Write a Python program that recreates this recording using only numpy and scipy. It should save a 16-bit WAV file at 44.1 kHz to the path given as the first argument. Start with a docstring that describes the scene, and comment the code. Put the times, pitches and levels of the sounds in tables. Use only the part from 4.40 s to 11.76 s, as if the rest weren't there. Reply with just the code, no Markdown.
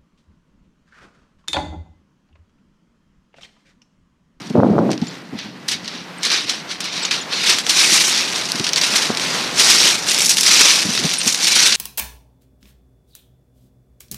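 """Wind buffets a handheld microphone, hardest at the start, on a shingle bank by the sea.
Close below it someone walks: each step crushes the bed into a dense crunch of pebble collisions,
and kicked stones tumble and clack as they settle. Surf washes on the foreshore further down,
a faint drone hangs far off, and a few thin high chirps pass."""
import sys
import numpy as np
from scipy import signal
from scipy.fft import rfft, irfft, next_fast_len
from scipy.io import wavfile
from scipy.ndimage import uniform_filter1d, map_coordinates

SR = 44100
rng = np.random.default_rng(int(sys.argv[2]) if len(sys.argv) > 2 else 0)


def transcribe(signal):
    """Save signal, clipped to [-1, 1], as a 16-bit WAV file at the path in sys.argv[1]."""
    frames = np.atleast_2d(signal).T
    limited = np.clip(frames, -1, 1)
    pcm = np.round(limited * 32767).astype(np.int16)
    wavfile.write(sys.argv[1], SR, pcm)


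N = 324576
TOP_HZ = 15400  # upper edge of the band
# spectrum of stone striking stone: frequency_hz, level_db
STONE_SPECTRUM = [(300, -38), (1200, -11), (2400, -4), (4200, 1), (5800, 1.5), (7400, -6.5), (9000, -8),
                  (15500, -29.5)]


def amp(db):
    """Decibels to gain."""
    return 10 ** (np.asarray(db) / 20)


def unit(x):
    """x at rms 1."""
    return x / np.sqrt(np.mean(x ** 2) + 1e-20)


def even(x, seconds):
    """x held near rms 1 over every stretch of the given length."""
    width = max(int(seconds * SR), 8)
    power = uniform_filter1d(uniform_filter1d(unit(x) ** 2, width), width)
    return x / np.sqrt(np.mean(x ** 2) * (np.abs(power) + 1e-3))


def wobble(per_s):
    """A smooth random curve through per_s knots a second."""
    knots = rng.standard_normal(int(N * per_s / SR) + 4)
    return map_coordinates(knots, [np.arange(N) * per_s / SR])


def colour(x, spectrum, size=4096):
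    """x through a minimum-phase filter of unit power, shaped by rows of frequency_hz, level_db."""
    hz, db = np.transpose(spectrum)
    gain = amp(np.interp(np.log(np.fft.rfftfreq(size, 1 / SR) + 1), np.log(hz), db))
    cepstrum = irfft(np.log(np.maximum(gain, 1e-6)))
    cepstrum[1:size // 2] *= 2
    cepstrum[size // 2 + 1:] = 0
    response = irfft(np.exp(rfft(cepstrum)))
    return signal.fftconvolve(x, response / np.linalg.norm(response))[:len(x)]


def split(x, edge_hz, order):
    """The parts of x below and above an edge."""
    size = next_fast_len(len(x) + 2048)
    rolloff = 1 + (np.fft.rfftfreq(size, 1 / SR) / edge_hz) ** (2 * order)
    low = irfft(rfft(x, size) / rolloff, size)[:len(x)]
    return low, x - low


def add(track, start_s, sound):
    """Mix a sound into the track."""
    part = track[max(round(start_s * SR), 0):][:len(sound)]
    part += sound[:len(part)]


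def scatter(onsets, grains):
    """A track with each grain starting at its onset sample."""
    places = onsets[:, None] + np.arange(grains.shape[1])
    return np.bincount(places.ravel(), grains.ravel(), N)[:N]


def swell(peak_s, level_db, rise_s, hold_s, t60_s):
    """Gain that climbs 20 dB per rise_s to its peak, holds, then dies away."""
    t = np.arange(N) / SR - peak_s
    early, late = np.maximum(-t, 0), np.maximum(t - hold_s, 0)
    return amp(np.maximum(level_db - 20 * early / rise_s - 60 * late / t60_s, -120))


def flurries(per_s=5, level_db=-31, spread_db=1.5):
    """Weak eddies that come by chance: rows of start_s, level_db."""
    onsets = np.flatnonzero(rng.random(N) < per_s / SR)
    return list(zip(onsets / SR, level_db + spread_db * rng.standard_normal(len(onsets))))


def wind():
    """Turbulence thumps right on the microphone; strong gusts break into brighter flaps."""
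    # gusts: peak_s, level_db, rise_s, hold_s, t60_s
    gusts = [(0.153, -11, 0.02, 0.12, 0.55), (0.36, -14.5, 0.06, 0.13, 0.54),
             (6.594, -25.5, 0.11, 0.06, 0.27)]
    # the strongest eddies: start_s, level_db
    eddies = [(0.099, -11), (0.15, -2.5), (0.179, 0), (0.225, -4), (0.306, -1), (0.376, -8), (0.487, -13.5),
              (0.616, -5), (0.925, -15.5), (0.945, -17.5), (1.055, -22.5), (1.345, -23), (3.518, -14.5),
              (4.143, -18.5), (4.196, -12), (4.525, -19), (4.693, -10), (6.449, -13), (6.484, -12.5),
              (6.642, -7), (6.859, -15)]
    # spectra of the buffeting and of an eddy's puff: frequency_hz, level_db
    gust_spectrum = [(25, -58), (50, -37), (90, -19), (140, -4.5), (240, 0), (420, -6), (660, -11),
                     (1100, -25.5), (1600, -37.5), (2500, -69), (4000, -93)]
    puff_spectrum = [(25, -33), (70, -22), (120, -1), (220, 8), (330, -2.5), (500, -13.5), (900, -20),
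                     (2000, -71)]
    breeze = amp(np.maximum(-33 - 4 * np.arange(N) / SR, -42.5))  # dies down to a lull
    gust = np.hypot(sum(swell(*row) for row in gusts), breeze) * amp(-2 + 1.85 * wobble(90))
    puffs, rise_s = np.zeros(N), 0.0088
    age = np.arange(SR // 5) / SR / rise_s
    for start_s, level_db in eddies + flurries():
        add(puffs, start_s, amp(level_db - 7.5) * (age * np.exp(1 - age)) ** 2)
    turbulence = even(colour(rng.standard_normal(N), gust_spectrum), seconds=0.034)
    dull, flap = split(turbulence, edge_hz=366, order=2)
    breaking = np.minimum(gust / 0.22, 1.2) * unit(amp(2 * wobble(199.5)))
    swirl = even(colour(rng.standard_normal(N), puff_spectrum), seconds=0.005)
    pressure = gust * (dull + breaking * flap) + puffs * swirl
    return split(pressure, edge_hz=78, order=3)[1]  # the slowest swings leak round the diaphragm


def port_slaps(swing_s=0.00014, relax_s=0.00038):
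    """Wind slaps the microphone port: a steep swing from suction to push, relaxing on either side."""
    # slaps: centre_s, peak_db
    hits = [(0.1545, -9), (0.173, -9), (0.2018, -0.5), (.233, 0.5), (0.2473, -8), (.2645, -10), (.354, -10),
            (0.382, -0.5), (0.389, 0), (.493, -6), (4.703, -4.5)]
    # the port's response: frequency_hz, level_db
    port_response = [(25, -28), (100, -7), (300, 6.5), (800, 0.5), (1400, -1), (2300, -19), (4000, -71)]
    track, t = np.zeros(N), np.arange(-SR // 100, SR // 100) / SR
    swing = colour(np.tanh(t / swing_s) * np.exp(-np.abs(t) / relax_s), port_response)
    for centre_s, peak_db in hits:
        add(track, centre_s + t[0], amp(peak_db) * swing / np.abs(swing).max())
    return track


def footwork():
    """Level, brightness and looseness of the moving stones; the strongest movement leads."""
    # the shoe bears down on the bed: peak_s, level_db, rise_s, hold_s, t60_s, bright_db
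    treads = [(0.99, -31, .04, 0.0097, .55, -25), (1.318, -19, .02, .012, 0.17, -18),
              (1.52, -32, .2, 0.044, 0.49, -20), (1.85, -17, 0.033, 0.016, .22, -16),
              (1.915, -17.5, 0.041, 0.033, .5, -17), (2.095, -20, .035, 0.014, 0.39, -16),
              (2.31, -25, 0.046, 0.0099, 0.24, -16), (2.44, -24, 0.057, .03, 0.55, -21),
              (2.53, -23.5, 0.02, 0.026, 0.71, -17), (2.63, -23, .06, 0.026, 0.33, -18),
              (2.715, -19, 0.011, .01, .45, -16.5), (2.935, -19, 0.053, 0.0071, 0.3, -17.5),
              (3.035, -18.5, 0.15, 0.019, 0.44, -14.5), (3.1, -12.5, 0.099, 0.028, 0.26, -12),
              (3.19, -25, 0.044, 0.012, 0.061, -11), (3.39, -11.5, 0.14, 0.032, 1.23, -8.5),
              (3.52, -16, 0.079, .04, 1.8, -6), (4.368, -14, 0.019, 0.011, 0.19, -11),
              (4.44, -18.5, 0.045, 0.2036, 0.47, -10.5), (4.82, -23.5, 0.098, .19, 1.5, -11.5),
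              (5.2, -12.5, 0.063, .28, .5, -8), (6.068, -11, 0.041, 0.24, 0.87, -9),
              (7.17, -15.5, .22, .1, .9, -10)]
    # kicked pebbles tumble over the bank: peak_s, level_db, rise_s, hold_s, t60_s, bright_db
    spills = [(0.0, -40, .02, 0.08, 0.38, -14.5), (0.66, -37.5, .15, 0.072, 0.35, -17),
              (3.74, -21.5, .08, 0.11, 0.51, -15.5), (3.96, -24.5, .1, .1, 1.6, -11),
              (4.265, -24, .05, 0.012, .25, -16), (5.7, -19, 0.094, .1, 0.74, -6),
              (5.82, -22, 0.093, .1, .25, 2), (6.01, -22, 0.055, .04, 0.29, -2),
              (6.53, -21.5, .1, 0.21, .7, -10), (6.875, -21, 0.083, 0.036, 0.43, -3),
              (7.04, -17, 0.078, 0.22, 0.95, -7)]
    rest_loose, tread_loose, spill_loose = 0.7, 0.14, 0.78  # 0 = under full weight, 1 = tumbling
    rest_db, rest_bright_db = -51, -15  # the bed never quite settles
    power = np.full(N, amp(rest_db) ** 2)
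    bright_sum, loose_sum = power * rest_bright_db, power * rest_loose
    for moves, loose in ((treads, tread_loose), (spills, spill_loose)):
        for *shape, bright_db in moves:
            share = swell(*shape) ** 2
            power += share
            bright_sum += share * bright_db
            loose_sum += share * loose
    shift_db = 1.23 * wobble(24)  # the load shifts unevenly from stone to stone
    return 10 * np.log10(power) + shift_db, bright_sum / power, np.clip(loose_sum / power, 0, 1)


def pebbles(t60_s, count, modes=10):
    """Contacts of unit energy, each from heavily damped modes of a stone and the gaps round it."""
    t = np.arange(SR // 200) / SR
    hz = rng.uniform(300, TOP_HZ, (count, modes, 1))
    mode_t60_s = t60_s * np.exp(0.5 * rng.standard_normal(hz.shape))
    envelopes = rng.standard_normal(hz.shape) * amp(-60 * t / mode_t60_s)
    rings = (envelopes * np.cos(2 * np.pi * hz * t)).sum(1)
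    return rings / np.linalg.norm(rings, axis=1, keepdims=True)


def collisions(per_s, spread_db, t60_s):
    """Pebbles knock together at random moments, their levels scattered by spread_db."""
    onsets = np.flatnonzero(rng.random(N) < np.minimum(per_s / SR, 0.2))
    stones = pebbles(t60_s, count=400)
    sizes = amp(spread_db * np.clip(rng.standard_normal(len(onsets)), -2, 2))
    return scatter(onsets, sizes[:, None] * stones[rng.integers(len(stones), size=len(onsets))])


def clinks(per_s, centre_hz, t60_s):
    """Flints that are free to ring do so briefly, each at its own pitch."""
    onsets = np.flatnonzero(rng.random(N) < per_s / SR)
    pitch, size = rng.standard_normal((len(onsets), 2)).T[:, :, None]
    t = np.arange(SR // 50) / SR
    hz = np.minimum(centre_hz * np.exp(0.42 * pitch), TOP_HZ)
    envelopes = amp(2.3 * np.clip(size, -2, 2) - 60 * t / t60_s)
    return scatter(onsets, envelopes * np.sin(2 * np.pi * hz * t))


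def shifting_resonances(x, depth_db=1.2, width_hz=300, life_s=0.035):
    """The shoe keeps meeting other stones, each group with its own resonances."""
    hz, t, spectra = signal.stft(x, SR, nperseg=512)
    bins, frames = max(round(width_hz / hz[1]), 1), max(round(life_s / t[1]), 1)
    patches = rng.standard_normal(spectra.shape)
    for _ in range(2):
        patches = uniform_filter1d(uniform_filter1d(patches, bins, axis=0), frames, axis=1)
    return signal.istft(spectra * amp(depth_db * unit(patches)), SR, nperseg=512)[1][:N]


def crunch(level_db, bright_db, loose):
    """Weight on the bed makes dense, deep collisions; loose stones are sparse, clumped and thin."""
    # spectrum of the shingle underfoot: frequency_hz, level_db
    bed_spectrum = [(180, -33), (330, -7), (650, -15.5), (1250, -8.5), (1800, -5), (2400, -1.5), (3200, -1),
                    (4000, 1.5), (5700, -2.05), (6700, -9.5), (7500, -14), (8700, -15.5), (11000, -22.5),
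                    (15500, -36)]
    clumps = amp((-0.04 + 2.3 * loose) * wobble(240) + (2 + 2 * loose) * wobble(70))
    surface = collisions(per_s=6000 * amp(-15 * loose), spread_db=0, t60_s=0.0033) * clumps
    buried = amp(-7) * collisions(per_s=5000, spread_db=5, t60_s=0.003)  # stones further down
    ringing = amp(-11) * unit(clinks(per_s=500, centre_hz=4600, t60_s=0.028))
    grit = shifting_resonances(even(surface, seconds=0.04) + buried + ringing)
    bed = even(colour(grit, bed_spectrum), seconds=0.026)
    body, treble = split(bed, edge_hz=6097, order=5)
    bass, middle = split(body, edge_hz=1506.7, order=2)
    body = middle + bass * amp(4 - 6.8 * loose)
    tick, glint = split(treble, edge_hz=11200, order=3)
    treble = tick + glint * amp(0.51 * bright_db + 3)  # harder contacts reach higher still
    return amp(level_db - 1.3) * (unit(body) + amp(bright_db + 4) * unit(treble) + thud(loose))


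def thud(loose):
    """The ground takes the weight with a low rumble, weaker where the stones are loose."""
    # spectrum of the loaded ground: frequency_hz, level_db
    ground_spectrum = [(25, -30), (60, -21), (110, 6), (250, 17), (600, -43), (1500, -59)]
    return amp(-29 - 3.7 * loose) * unit(colour(rng.standard_normal(N), ground_spectrum))


def surf(rise_db_per_s=12.5, fall_db_per_s=7.5, calm_db=-41.5):
    """Small waves build and ebb down on the foreshore; their roar and fizz waver separately."""
    # waves washing in: crest_s, level_db
    waves = [(2.8, -35.5), (3.8, -33), (4.95, -27.5), (6.5, -35.5)]
    # spectrum of the wash: frequency_hz, level_db
    sea_spectrum = [(25, -34), (55, -19.5), (100, -16.5), (165, -3.5), (260, -4), (500, -7), (900, -7.5),
                    (2000, -9.5), (4500, -19.5), (8000, -31), (15000, -40)]
    t = np.arange(N) / SR
    surges = [amp(level_db - np.maximum(rise_db_per_s * (crest_s - t), fall_db_per_s * (t - crest_s)))
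              for crest_s, level_db in waves]
    wash = np.sqrt(amp(calm_db) ** 2 + np.sum(np.square(surges), axis=0))
    roar, fizz = split(unit(colour(rng.standard_normal(N), sea_spectrum)), edge_hz=440, order=2)
    return wash * (roar * amp(1 + 0.87 * wobble(22)) + fizz * amp(2 + 2.04 * wobble(19)))


def drone(waver_db=2):
    """A faint hum from far away, wavering in level and pitch."""
    # tones of the hum: pitch_hz, level_db
    tones = [(177, -45), (300, -51), (1990, -55)]
    track, t = np.zeros(N), np.arange(N) / SR
    for hz, level_db in tones:
        gain = amp(level_db + waver_db * wobble(5))
        track += gain * np.sin(2 * np.pi * hz * t + np.sqrt(hz / 700) * wobble(11))
    return track


def strays(level_db, bright_db, loose, loose_per_s=22, ceiling_db=-17.5, rattle=0.38):
    """Lesser strikes, more frequent on looser stones: rows of start_s, level_db, bright_db, rattle."""
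    onsets = np.flatnonzero(rng.random(N) < loose_per_s * loose / SR)
    size, tone = rng.standard_normal((len(onsets), 2)).T
    strike_db = np.minimum(level_db[onsets] + 3.5 + 4.5 * size, ceiling_db)
    return list(zip(onsets / SR, strike_db, bright_db[onsets] + 4 * tone, np.full(len(onsets), rattle)))


def clacks(lesser_strikes, graze_s=0.004, graze_db=-12, rattle_t60_s=0.07):
    """One stone grazes and strikes another, rebounds, and rattles its neighbours."""
    # the hardest single strikes: start_s, level_db, bright_db, rattle (0-1)
    strikes = [(0.0983, -35.5, -5, .6), (0.504, -30.5, -16, 0.7), (0.516, -23, -11, 0.17),
               (0.5307, -25.5, -15, 0.3), (0.578, -29.5, -31, .1), (0.6158, -31, -33, 0.6),
               (0.9892, -26.5, -29, 0.15), (1.2855, -15.5, -15, .7), (1.8322, -17, -7, 0.6),
               (1.9182, -16.5, -9, 0.5), (2.0956, -13, -12, 0.4), (2.315, -27, -7, 0.14),
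               (2.405, -20.5, -5, 0.46), (2.651, -18.5, -19, 0.44), (2.7105, -13, -22, .7),
               (3.1854, -15, -6.5, 0.4), (3.2664, -16.5, -11, 0.1), (3.2934, -14, -2, .6),
               (3.7771, -16, -11, 0.4), (4.1195, -15, -4, 0), (4.1974, -18, -12, 0.17),
               (4.2669, -15, -13, 0.4), (4.2912, -17.5, -8, .2), (4.3334, -10.5, -18, 0.16),
               (4.3599, -12.5, -15, .2), (4.414, -12, -36, 0.17), (4.4356, -12.5, -16, 0.7),
               (4.7495, -21.5, -20, .05), (4.7724, -16, -7, .3), (5.4021, -14, -9, .6),
               (5.6861, -15, -19, 0.9), (5.7459, -13, -9, 0.16), (5.8593, -13, 21, 0.2),
               (5.8936, -9.5, 9, .7), (5.9698, -12, -2, 0.31), (5.9827, -10.5, -4, 0.46),
               (6.01, -12.5, 5, 0.2), (6.0322, -11.5, -1, 0.4), (6.5761, -14, -19, 0.3),
               (6.7373, -15, -4, 0.4), (6.8146, -16.5, -18, 0.5), (6.9464, -13, -22, 0.08),
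               (7.0699, -13.5, -7, 0.5), (7.3232, -10, -16, 0.9)]
    track, t = np.zeros(N), np.arange(SR // 20) / SR
    for start_s, level_db, bright_db, rattle in strikes + lesser_strikes:
        hit = rattle * amp(-9 - 60 * t / rattle_t60_s) * rng.standard_normal(len(t))
        impact, rebound = pebbles(t60_s=0.0016, count=2, modes=30)
        add(hit, 0, impact)
        add(hit, rng.uniform(0.00034, 0.0018), 0.77 * rebound)
        low, high = split(colour(hit, STONE_SPECTRUM), edge_hz=6050, order=3)
        hit = unit(low) + unit(high) * amp(bright_db - 1)
        add(track, start_s, amp(level_db) * hit / np.std(hit[:SR // 200]))  # rms of the first 5 ms
        graze = unit(colour(rng.standard_normal(round(graze_s * SR)), STONE_SPECTRUM))
        add(track, start_s - graze_s, amp(level_db + graze_db) * graze * np.linspace(0, 1, len(graze)))
    return track


def chirps():
    """Short, high, gliding whistles."""
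    # thin chirps: start_s, length_s, start_hz, end_hz, level_db
    glides = [(0.677, .016, 6860, 7500, -29.5), (1.779, 0.013, 8510, 8300, -34),
              (2.626, 0.019, 8110, 7400, -22), (2.648, 0.01, 7170, 6200, -14.5),
              (2.807, 0.023, 7090, 6700, -26), (6.782, 0.012, 10250, 8220, -13),
              (6.787, 0.017, 8800, 8470, -18)]
    track = np.zeros(N)
    for start_s, length_s, start_hz, end_hz, level_db in glides:
        hz = np.linspace(start_hz, end_hz, int(length_s * SR))
        whistle = np.sin(2 * np.pi * np.cumsum(hz) / SR)
        add(track, start_s, amp(level_db) * np.hanning(len(hz)) * whistle)
    return track


def slips(attack_s=0.002, t60_s=0.13):
    """The bed gives way under the shoe: a cascade of contacts that dies as the stones lock again."""
    # collapses of the bed: start_s, level_db
    collapses = [(1.281, -6), (1.3116, -10), (1.8477, -6), (2.0951, -15), (2.4404, -14), (2.7093, -14),
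                 (3.0934, -2.5), (3.294, 1.5), (3.3899, -6), (3.533, -3), (4.413, -4), (4.555, 2.5),
                 (5.1938, 5), (5.3, 5.5), (5.9053, 1.5), (6.0614, 4), (6.3064, -4), (6.871, 2), (7.2569, 1)]
    force, t = np.zeros(N), np.arange(SR // 4) / SR
    for start_s, level_db in collapses:
        add(force, start_s, amp(level_db - 10 - 60 * t / t60_s) * (1 - np.exp(-t / attack_s)))
    contacts = collisions(per_s=3500, spread_db=4, t60_s=0.003)
    return force * even(colour(contacts, STONE_SPECTRUM), seconds=0.0057)


def scene():
    """One microphone on the bank: wind right on it, feet close below, the sea further down."""
    movement = footwork()
    feet = crunch(*movement) + slips() + clacks(strays(*movement))
    return (feet + wind() + port_slaps() + surf() + drone() + chirps())[None]


def record(dry, low_cut_hz=58):
    """The microphone sheds deep bass, the loudest peaks are rounded, and nothing passes TOP_HZ."""
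    thin = signal.sosfilt(signal.butter(3, low_cut_hz, "highpass", fs=SR, output="sos"), dry)
    rounded = thin / (1 + np.abs(thin) ** 8) ** (1 / 8)
    size = next_fast_len(N + SR // 2)
    in_band = np.fft.rfftfreq(size, 1 / SR) < TOP_HZ
    return irfft(rfft(rounded, size) * in_band, size)[:, :N]


dry = scene()
out = record(dry)
transcribe(out)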